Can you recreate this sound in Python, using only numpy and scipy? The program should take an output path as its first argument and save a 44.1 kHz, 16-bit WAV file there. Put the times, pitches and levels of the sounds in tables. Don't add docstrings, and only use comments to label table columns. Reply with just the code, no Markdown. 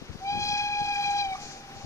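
import sys
import numpy as np
from scipy import signal
from scipy.fft import rfft, irfft
from scipy.io import wavfile
from scipy.ndimage import map_coordinates

SR = 44100
rng = np.random.default_rng(int(sys.argv[2]) if len(sys.argv) > 2 else 0)


def generate_wav(signal):
    frames = np.transpose(np.atleast_2d(signal))
    scaled = np.clip(frames, -1, 1) * 32767
    pcm = np.round(scaled).astype(np.int16)
    wavfile.write(sys.argv[1], SR, pcm)


N = 81585
T = np.arange(N) / SR
HZ = np.maximum(np.arange(N + 1) * SR / (2 * N), 1)

# pitch_hz, left_minus_right_db
STEAM_PAN = [(1000, -1.5), (3000, -1), (5000, -1.5), (6300, 13), (8000, 0), (14000, -0.5)]


def from_db(db):
    return 10 ** (np.asarray(db) / 20)


def rms_one(x):
    return x / np.sqrt(np.mean(x ** 2) + 1e-20)


def in_time(rows):
    return np.interp(T, *np.transpose(rows))


def swell(rows):
    return from_db(np.interp(T, *np.transpose(rows), left=-140, right=-140))


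def at_hz(points):
    hz, value = np.transpose(points)
    return np.interp(np.log(HZ), np.log(hz), value)


def shaped(x, response):
    return irfft(rfft(x, 2 * N) * response)[..., :N]


def drift(rate_hz):
    return rms_one(shaped(rng.standard_normal(N), 1 / (1 + (HZ / rate_hz) ** 2)))


def resonance(x, hz, width_hz):
    r = np.exp(-np.pi * width_hz / SR)
    zeros = np.array([1, 0, -1]) * (1 - r * r) / 2
    poles = [1, -2 * r * np.cos(2 * np.pi * hz / SR), r * r]
    return signal.lfilter(zeros, poles, x + 1e-18)


def ports(x, pan):
    lag_s = .00015
    tilt = from_db(at_hz(pan) / 2)
    late = np.exp(-2j * np.pi * HZ * lag_s)
    return shaped(x, np.array([tilt, late / tilt]))


def rush(colour, likeness, pan, flicker_db):
    alike = np.clip(at_hz(likeness), 0, .99)
    mid_side_response = from_db(at_hz(colour)) * np.sqrt([1 + alike, 1 - alike])
    mid, side = shaped(rng.standard_normal((2, N)), mid_side_response)
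    noise = rms_one(ports(np.array([mid + side, mid - side]), pan))
    octave = np.clip(np.log2(HZ / 400), 0, 5)
    flickering = 0
    for k in range(6):
        band = shaped(noise, np.maximum(1 - abs(octave - k), 0))
        flickering = flickering + band * from_db(flicker_db * drift(21))
    return flickering


def wind():
    # time_s, level_db
    breeze = [(0, -49.5), (.25, -52.5), (.45, -41), (.6, -52), (.9, -52), (1.3, -49), (1.65, -58),
              (1.85, -52)]
    # peak_s, length_s (to 1/e on each side), thump_peak_db, thump_pitch_hz
    gusts = [(.024, .009, -27, 250), (0.096, .004, -35, 170), (0.106, .012, -31, 80),
             (0.111, .005, -31, 300), (.156, .012, -27.5, 170), (.329, .01, -30, 170),
             (0.355, .014, -24, 264), (0.377, .01, -28, 200), (.394, .012, -30, 150),
             (0.431, .025, -34, 160), (0.454, .02, -38.5, 260), (0.492, .02, -34, 100),
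             (0.534, .012, -28.5, 160), (.626, .009, -35, 130), (0.695, .013, -37, 80),
             (.818, 0.019, -27, 199), (0.875, .01, -38, 70), (1.079, .023, -36.5, 200),
             (1.147, .008, -32, 230), (1.187, .004, -47, 230), (1.769, .01, -36.5, 110),
             (1.847, 0.0047, -28.5, 132)]
    breeze_top_hz, breeze_right_db, lumps_db = 161, -14.5, 3.5
    low_hz, buffet_top_hz, buffet_db = 25, 420, -10.5
    eddy_cycles = .6

    def low_noise(top_hz):
        band = signal.butter(2, [low_hz, top_hz], "band", fs=SR, output="sos")
        return rms_one(signal.sosfilt(band, rng.standard_normal(N)))

    def lumpy_breeze():
        return from_db(in_time(breeze) + lumps_db * drift(33)) * low_noise(breeze_top_hz)

    left, right = lumpy_breeze(), lumpy_breeze()
    buffets = from_db(buffet_db) * shaped(low_noise(buffet_top_hz), 1 / (1 + 1j * HZ / 700))
    for peak_s, length_s, db, hz in gusts:
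        cycles = (T - peak_s) * hz
        thump = np.cos(2 * np.pi * cycles) * np.exp(-(cycles / eddy_cycles) ** 2)
        burst = buffets * np.exp(-((T - peak_s) / length_s) ** 2)
        left = left + from_db(db) * (thump + burst)
    return np.array([left, from_db(breeze_right_db) * right])


def train():
    # pitch_hz, density_db
    colour = [(25, 8.5), (60, 0), (110, -14), (155, -8), (220, 4), (350, 1), (600, -1), (1100, -3.5),
              (2200, -6), (4000, -8), (6200, -12), (7500, -23.5), (10300, -24.5), (11500, -32.5),
              (14500, -30.5)]
    # pitch_hz, left_minus_right_db
    pan = [(100, 1.5), (500, 0.5), (2000, 1.5), (4000, 2.5), (6400, 10), (8000, 0.5)]
    # pitch_hz, likeness (0 to 1)
    likeness = [(50, 1), (350, 1), (800, 0.43), (1500, 0.6), (3300, 0.8), (6000, 0.081), (13000, 0.79)]
    start_db, rise_db_per_s, flicker_db = -48, 0.96, 1.3
    drone_hz, drone_width_hz, drone_db = 144.2, 15, -58.5
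    boom = resonance(rng.standard_normal(N), drone_hz, drone_width_hz)
    drone = from_db(drone_db) * rms_one(boom)
    approach = from_db(start_db + rise_db_per_s * T)
    return drone + approach * rush(colour, likeness, pan, flicker_db)


def steam():
    # time_s, level_db
    jet_level = [(.2, -65), (.33, -53.5), (.44, -46.5), (.58, -47), (.74, -52.5), (.9, -47.5),
                 (1.18, -47.5), (1.27, -53), (1.33, -51), (1.44, -51.5)]
    # pitch_hz, density_db
    jet_colour = [(500, -26), (1000, 8), (2000, 12), (3200, 7), (5000, 16.5), (6300, 11.5), (7800, 0.5),
                  (10300, -3.5), (11500, -49), (14000, -5.5)]
    # start_s, length_s (start to release), level_db
    puff_rows = [(1.394, 0.13, -45.5), (1.74, .14, -54)]
    # pitch_hz, density_db
    puff_colour = [(1000, 19), (3200, 8), (4400, 24.5), (6000, 24), (7100, 21.5), (8300, 4.5), (10400, 3.5),
                   (11500, -13), (14000, -25)]
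    # pitch_hz, likeness (0 to 1)
    likeness = [(500, 0.45), (1500, 0.98), (3200, 0.74), (5500, 0.22), (9000, 0.14), (13000, 0.84)]
    attack_s, release_s = 0.024, 0.067
    jet = swell(jet_level) * rush(jet_colour, likeness, STEAM_PAN, flicker_db=3.24)
    puff_gain = 0
    for start_s, length_s, db in puff_rows:
        attack = np.clip((T - start_s) / attack_s, 0, 1)
        release = np.exp(-np.maximum(T - start_s - length_s, 0) / release_s)
        puff_gain = puff_gain + from_db(db) * attack * release
    return jet + puff_gain * rush(puff_colour, likeness, STEAM_PAN, flicker_db=.8)


def chuff():
    start_s, level_db, hz, width_hz = 1.336, -41, 1173, 180
    attack_s, decay_s = .016, .022
    age = np.maximum(T - start_s, 0)
    envelope = np.minimum(age / attack_s, 1) * np.exp(-np.maximum(age - attack_s, 0) / decay_s)
    hollow = resonance(resonance(rng.standard_normal(N), hz, width_hz), hz, width_hz)
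    return ports(from_db(level_db) * envelope * rms_one(hollow), STEAM_PAN)


def whistle():
    # time_s, pitch_hz
    pitch = [(.2, 750), (.266, 792), (.31, 810), (.36, 821), (.48, 821.5), (.58, 824.5), (.85, 821),
             (.96, 815), (1.22, 810), (1.265, 785), (1.3, 769), (1.35, 755)]
    # time_s, level_db
    tone = [(.2, -55.5), (.228, -37), (.295, -28), (.34, -30.5), (.44, -33.5), (.52, -29), (.74, -33),
            (.815, -25.5), (.87, -34), (.915, -27), (.958, -34.5), (1.0, -28), (1.045, -31.5),
            (1.085, -27.5), (1.12, -27), (1.17, -25.5), (1.25, -32), (1.28, -33.5), (1.335, -34.5),
            (1.355, -39.5)]
    second = [(.25, -59), (.32, -51), (.48, -51), (.55, -44.5), (.9, -47.5), (.955, -42), (1.0, -48),
              (1.2, -45.5), (1.27, -63), (1.33, -71)]
    third = [(.225, -74), (.255, -43.5), (.35, -40.5), (.49, -37), (.6, -32.5), (.69, -39), (.745, -32.5),
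             (.79, -43), (.94, -32), (.99, -41.5), (1.055, -32.5), (1.11, -43), (1.18, -39), (1.212, -32.5),
             (1.285, -45.5), (1.335, -42)]
    # time_s, level_db
    brass = [(.24, -70), (.278, -49), (.37, -48), (.43, -41), (.53, -41), (.7, -49), (.77, -48),
             (.86, -48.5), (1.0, -47.5), (1.06, -41.5), (1.12, -51.5), (1.205, -38.5), (1.255, -55.5),
             (1.33, -58)]
    # multiple, level_db (relative to brass)
    overtones = [(4, 1), (5, 0.5), (6, -2.5), (7, -11), (8, -21.5)]
    jitter, jitter_hz = .0016, 70
    flutter_db, flutter_hz = .55, 55
    brightening = .07
    wavering_hz = in_time(pitch) * (1 + jitter * drift(jitter_hz))
    phase = 2 * np.pi * np.cumsum(wavering_hz) / SR
    effort_db = in_time(brass) - in_time(brass).max()
    levels = [(1, swell(tone)), (2, swell(second)), (3, swell(third))]
    for multiple, db in overtones:
        k = round(multiple)
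        colour_db = db + brightening * (multiple - 5) * effort_db
        levels.append((k, swell(brass) * from_db(colour_db)))
    note = 0
    for k, level in levels:
        flutter = from_db(flutter_db * k * drift(flutter_hz))
        note = note + level * flutter * np.sin(k * phase + rng.uniform(0, 2 * np.pi))
    return np.sqrt(2) * note


def reflection(x, delay_s, drop):
    return map_coordinates(x, [(T - delay_s - drop * T) * SR], order=2)


def scatter(x, t60_s, delay_s, cut_hz):
    sparse = rng.random(N) < 900 / SR
    echoes = rng.standard_normal(N) * sparse * (T > delay_s) * from_db(-60 * T / t60_s)
    echoes = echoes / np.sqrt(np.sum(echoes ** 2) + 1e-20)
    return shaped(x, rfft(echoes, 2 * N) / np.sqrt(1 + (HZ / cut_hz) ** 4))


def landscape(x):
    # pitch_hz, left_minus_right_db
    pan = [(820, 1.1), (1640, 1), (2460, 2.86), (4100, 3.5), (4900, 4.5), (5750, 9), (6600, 14)]
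    # pitch_hz, level_db
    near_colour = [(800, -14.5), (1640, -8), (2400, -2.5), (3300, 0), (4100, -1), (5000, -1.5)]
    # delay_s (at time zero), doppler_drop (share of the pitch), level_db (before air loss)
    echo_rows = [(.045, .047, -18.5), (.24, -.003, -17), (.52, .04, -23), (.64, .012, -20)]
    near_fade_db = 7
    air_loss_db = 6
    drops = np.linspace(.006, .03, 18)
    near = 0
    for drop in drops * rng.uniform(.9, 1.1, len(drops)):
        fade = from_db(-near_fade_db * drop / drops[-1])
        near = near + fade * reflection(x, rng.uniform(.002, .022), drop)
    near = shaped(near / np.sqrt(len(drops)), from_db(at_hz(near_colour)))
    echoes = 0
    for delay_s, drop, db in echo_rows:
        air = from_db(db - air_loss_db * delay_s * HZ / 1000)
        echoes = echoes + shaped(reflection(x, delay_s, drop), air)
    wash = [scatter(x, t60_s=3.1, delay_s=.05, cut_hz=2400) for _ in range(2)]
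    return ports(x + near + echoes, pan) + from_db(-27) * np.array(wash)


def scene():
    return wind() + train() + steam() + chuff() + landscape(whistle())


def record(dry):
    cutoff_hz = 14400
    low_pass = signal.ellip(10, .1, 70, cutoff_hz, fs=SR, output="sos")
    return signal.sosfilt(low_pass, dry)


dry = scene()
out = record(dry)
generate_wav(out)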